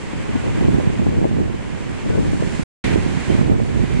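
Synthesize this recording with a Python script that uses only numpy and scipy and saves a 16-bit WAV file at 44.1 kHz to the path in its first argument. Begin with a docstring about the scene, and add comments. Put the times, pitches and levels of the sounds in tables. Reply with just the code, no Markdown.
"""A shore where seabirds feed, heard through a stereo microphone out in gusty wind.
Eddies buffet the microphone, rumbling in nearly opposite phase left and right, brighter in strong gusts.
Farther off, breakers roar and their foam hisses; three faint bird calls carry over the water.
The recorder drops out for a fifth of a second and returns on the louder splash of a nearer wave."""
import sys
import numpy as np
from scipy import signal
from scipy.fft import rfft, irfft
from scipy.io import wavfile
from scipy.ndimage import uniform_filter1d, minimum_filter1d

SR = 44100
rng = np.random.default_rng(int(sys.argv[2]) if len(sys.argv) > 2 else 0)


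def master_out(mix):
    """Clip the mix to full scale and print it as 16-bit PCM to the path in sys.argv[1]."""
    frames = np.transpose(np.atleast_2d(mix))
    ceiling = np.clip(frames, -1, 1)
    pcm = np.round(ceiling * 32767).astype(np.int16)
    wavfile.write(sys.argv[1], SR, pcm)


N = 176400
DROPOUT_FROM_S, DROPOUT_TO_S = 2.637, 2.839
OPPOSITE = np.array([[1], [-1]])  # signs for left and right


def wind(t):
    """Gusts on the microphone drive a deep throb, a rumble and, more steeply, a rasp of small eddies."""
    # wind strength at the microphone: t/s, level/dB
    gust_level = [(0, -32.5), (.1, -30.5), (.16, -28.5), (.3, -25.5), (.38, -26.5), (.5, -21), (.55, -26),
                  (.63, -20.5), (.7, -19), (.77, -18), (.84, -23.5), (.95, -24), (1.03, -22), (1.09, -20),
                  (1.235, -17.5), (1.28, -26.5), (1.35, -20.5), (1.39, -20.5), (1.44, -22), (1.61, -28),
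                  (1.91, -28), (1.99, -30), (2.13, -19.5), (2.3, -18), (2.38, -26), (2.44, -20),
                  (2.51, -28), (2.64, -27.5), (2.84, -21), (2.94, -16.5), (2.985, -20), (3.08, -22),
                  (3.13, -23.5), (3.26, -30), (3.3, -19), (3.38, -22.5), (3.46, -20), (3.535, -16),
                  (3.56, -19.5), (3.72, -24.5), (3.8, -18.5), (3.875, -26.5), (3.91, -20), (4.0, -20.5)]
    # side the wind favours: t/s, left minus right/dB
    wind_lean = [(0, -3.5), (.4, 0), (.8, -3), (1.15, -1), (1.4, -3), (1.75, -5.5), (2.15, 1.5), (2.45, -5),
                 (2.85, -6), (3.4, -5.5), (3.6, -4), (4.0, -7)]
    # spectra of the three wind bands: f/Hz, relative density/dB
    throb_spectrum = [(20, -20), (45, -3), (80, 0), (130, -6), (250, -9)]
    rumble_spectrum = [(12, -30.5), (22, -13), (45, -5.5), (80, -2.5), (130, -1.5), (230, -4.5), (400, -13),
                       (560, -26), (800, -27), (1400, -55.5)]
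    rasp_spectrum = [(120, -25.5), (300, 5.5), (500, 0.5), (700, -9), (1000, -17.5), (1500, -34),
                     (3000, -41.5), (6000, -56.5)]
    gust_db = curve(gust_level)
    late = t > DROPOUT_FROM_S  # after the dropout: more throb, less rumble and rasp
    throb = turbulence(throb_spectrum) * undb(gust_db + np.where(late, 0, -7.5))
    rumble = turbulence(rumble_spectrum) * undb(gust_db + np.where(late, 1.61, 2.65))
    pivot_db, rasp_growth = -21, 1.4  # growth in dB of rasp per dB of gust
    rasp_db = pivot_db + rasp_growth * (gust_db - pivot_db) + np.where(late, -11, -5.5)
    rasp = turbulence(rasp_spectrum, flutter_db=7) * undb(rasp_db)
    return (throb + rumble + rasp) * pan(curve(wind_lean))


def buffets(t):
    """Single hard eddies hit the microphone, swing the pressure fastest at their height and tear the air."""
    # eddies: t/s, peak level/dB, nominal f/Hz, half length/ms, left minus right/dB
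    eddies = [(.136, -13, 250, 1.8, 6.5), (0.358, -9, 225, 5.7, 3.5), (.613, -8, 200, 2.8, 0.5),
              (0.686, -5.5, 318, 1.4, 0.5), (.746, -4, 125, 2.4, -3.5), (.787, -8, 270, 2.2, -3),
              (.801, -9.5, 450, 0.73, -8), (.876, -8.5, 140, 2.4, -4), (.998, -9.5, 197.5, 3.4, -6),
              (1.068, -4, 250.5, 1.26, 5), (1.216, -7.5, 250, 1.6, 0), (1.245, -12, 580, 1.4, 6),
              (1.254, -4, 289.3, 1.14, 5), (1.314, -9, 198.5, 1.4, -4), (1.404, -9, 268.6, 2.3, -7.5),
              (2.185, -12.5, 268.3, 2.1, 8), (2.334, -9.5, 268, 1.9, 4.5), (2.425, -9.5, 359, 1.55, 7),
              (2.597, -8.5, 179.9, 2.5, -4), (2.88, -6.5, 282.2, 1.55, -5.5),
              (2.942, -6.5, 189.8, 1.6, -11), (2.96, -3, 310, 1.64, -5), (3.065, -6.5, 183.4, 2.1, -5.5),
              (3.174, -10, 149.2, 3.7, -5.5), (3.303, -7.5, 290, 1.94, -7), (3.351, -8, 230, 2.2, -2),
              (3.391, -8, 100, 4.6, -4), (3.415, -3, 194.5, 2.1, -6), (3.498, -8, 260.7, 2.15, -7.5),
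              (3.52, -5, 120, 3.6, -2), (3.602, -8.5, 430, 0.74, -7), (3.839, -6.5, 205, 3, -5),
              (3.974, -6.5, 150, 1.6, -1.5)]
    # torn air: f/Hz, relative density/dB
    tear_spectrum = [(200, -12.5), (400, -0.5), (800, 0), (1100, -13), (2000, -28.5), (4000, -40)]
    swings, total_force = np.zeros((2, N)), np.zeros((2, N))
    start_cycles = rng.random(len(eddies))
    lag_cycles = np.array([[0], [.42]])  # the right side swings nearly opposite to the left
    for (at, db, hz, half_ms, lean_db), start_cycle in zip(eddies, start_cycles):
        swell = 1 / np.cosh(np.clip((t - at) * 1000 / half_ms, -30, 30))
        cycles = start_cycle + np.cumsum(hz * (.6 + .65 * swell)) / SR
        force = undb(db) * swell * pan(lean_db)
        swings += force * np.sin(2 * np.pi * (cycles - lag_cycles))
        total_force += force
    tearing = total_force * undb(-17) * turbulence(tear_spectrum)
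    return swings + tearing


def turbulence(spectrum, flutter_db=2.5):
    """Fluttering air pressure at the microphone, mostly opposite on its two sides."""
    own_share = .48
    shared = OPPOSITE * rng.standard_normal(N)
    own = own_share * rng.standard_normal((2, N))
    pressure = (shared + own) / np.hypot(1, own_share)
    return colour(pressure * flutter(rate_hz=90, depth_db=flutter_db), spectrum)


def surf():
    """Distant breakers swell and sink, their foam hisses, and a nearer wave splashes."""
    # breakers, foam and nearer wave: f/Hz, relative density/dB
    roar_spectrum = [(100, 1), (400, 2.5), (700, -1.6), (970, 2.1), (1300, -4.5), (1650, -2), (2300, -2.5),
                     (3200, -8.5), (4500, -20.5), (7000, -32)]
    foam_spectrum = [(2000, -3), (3200, -6.5), (4300, -0.5), (5500, -2.5), (6600, -1), (7700, 0),
                     (9000, -3.5), (10000, -10.5), (11000, -14.5)]
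    splash_spectrum = [(700, -4.5), (1300, -7), (1800, -1.5), (2250, 0), (2800, -7.5), (3800, -11),
                       (5000, -18), (8000, -20.5)]
    # rise and fall of each: t/s, level/dB
    roar_level = [(0, -35), (.4, -33.5), (.68, -33), (1.1, -35.5), (1.5, -37.5), (2.0, -35), (2.6, -33),
                  (2.84, -41), (2.98, -32.5), (3.1, -34), (3.37, -33), (3.54, -39), (3.78, -36), (4.0, -38)]
    foam_level = [(0, -46), (.65, -44), (1.1, -47), (1.5, -49), (2.0, -45.5), (2.6, -41), (2.86, -46),
                  (3.0, -42.5), (3.35, -42), (3.55, -48), (3.78, -45), (4.0, -46)]
    splash_level = [(2.8, -60.5), (2.83, -22.5), (2.88, -28.5), (2.94, -29), (2.99, -37.5), (3.37, -35.5),
                    (3.54, -45), (3.7, -42.5), (4.0, -36.5)]
    roar = bubbles(roar_spectrum) * undb(curve(roar_level) + .5)
    foam = bubbles(foam_spectrum) * undb(curve(foam_level))
    splash = bubbles(splash_spectrum) * undb(curve(splash_level))
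    return roar + foam + splash


def bubbles(spectrum):
    """Countless bubbles spread wide along the shore, gently churning."""
    # likeness of left and right: f/Hz, correlation (capped at 1 below)
    surf_likeness = [(200, 1.7), (900, 0), (1250, 0.27), (1600, 0.56), (2600, 0.03), (4300, 0.25),
                     (5700, -0.2), (7200, 0.08), (10000, -0.55)]
    # side the surf favours: f/Hz, left minus right/dB
    surf_lean = [(300, 6.5), (750, -4.5), (1250, 0), (2000, -2), (4300, -3.5), (6000, -2.5), (8000, 3),
                 (11000, -2.5)]
    likeness = np.clip(by_frequency(surf_likeness), -1, 1)
    mid, side = rfft(rng.standard_normal((2, N)))
    stereo = mid * np.sqrt((1 + likeness) / 2) + OPPOSITE * side * np.sqrt((1 - likeness) / 2)
    water = irfft(stereo * pan(by_frequency(surf_lean)), N)
    return colour(water, spectrum) * flutter(rate_hz=36, depth_db=.5)


def birds(t):
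    """Faint seabirds to the left whistle short calls that scoop up to their pitch."""
    # calls: start t/s, length/s, f/Hz, level/dB
    calls = [(0.36, 0.055, 1473, -42.5), (2.114, 0.066, 1500, -41.5), (3.292, 0.037, 3132, -40.5)]
    scoop_depth, scoop_s, overtone_db = .019, .018, -26
    wobble = 1 + .0048 * np.log(flutter(rate_hz=200, depth_db=8.7))
    out = np.zeros(N)
    for start, length, hz, db in calls:
        age = np.clip(t - start, 0, length)
        pitch_hz = hz * wobble * (1 - scoop_depth * np.exp(-age / scoop_s))
        phase = 2 * np.pi * np.cumsum(pitch_hz) / SR
        swell = np.sqrt(2 * np.abs(np.sin(np.pi * age / length)))
        out += undb(db) * swell * (np.sin(phase) + undb(overtone_db) * np.sin(2 * phase))
    return out * pan(lean_db=5)


def undb(db):
    """Decibels to gain."""
    return 10 ** (np.asarray(db) / 20)


def curve(rows):
    """Rows of (t/s, value) joined by straight lines."""
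    return np.interp(np.arange(N) / SR, *np.array(rows, float).T)


def by_frequency(rows):
    """Rows of (f/Hz, value) joined along a logarithmic frequency axis."""
    hz, value = np.array(rows, float).T
    bin_hz = np.arange(N // 2 + 1) * SR / N
    return np.interp(np.log(bin_hz + 1e-3), np.log(hz), value)


def colour(x, spectrum):
    """Give white noise a spectrum at the same power, falling 12 dB an octave above its last point."""
    bin_hz = np.arange(N // 2 + 1) * SR / N
    above_top = np.maximum(bin_hz / spectrum[-1][0], 1)
    gain = undb(by_frequency(spectrum)) / above_top ** 2
    return irfft(rfft(x) * gain / np.sqrt(np.mean(gain ** 2)), N)


def flutter(rate_hz, depth_db):
    """A randomly wandering gain of unit power that dips further than it swells."""
    span = max(int(SR / rate_hz), 2)
    walk = uniform_filter1d(uniform_filter1d(rng.standard_normal(N), span), span // 2)
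    gain = undb(depth_db * np.minimum(walk / walk.std(), 1.35))
    return gain / np.sqrt(np.mean(gain ** 2))


def pan(lean_db):
    """Left and right gains at constant power for a level difference, left minus right."""
    gain = undb(OPPOSITE * lean_db / 2)
    return gain / np.sqrt(np.mean(gain ** 2, axis=0))


def scene():
    """Wind right on the microphone, with the sea and its birds beyond."""
    t = np.arange(N) / SR
    return wind(t) + buffets(t) + surf() + birds(t)


def record(dry):
    """The recorder drops out briefly, limits peaks at full scale and cuts the top."""
    fade_s, limiter_samples, top_hz = .0043, 441, 10900
    t = np.arange(N) / SR
    running = np.clip(np.maximum(DROPOUT_FROM_S - t, t - DROPOUT_TO_S) / fade_s, 0, 1)
    safe_gain = 1 / np.maximum(np.abs(dry).max(axis=0), 1)
    limiter = uniform_filter1d(minimum_filter1d(safe_gain, limiter_samples), limiter_samples)
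    top_cut = signal.ellip(10, .1, 80, top_hz, fs=SR, output="sos")
    return signal.sosfilt(top_cut, dry * limiter * running)


dry = scene()
out = record(dry)
master_out(out)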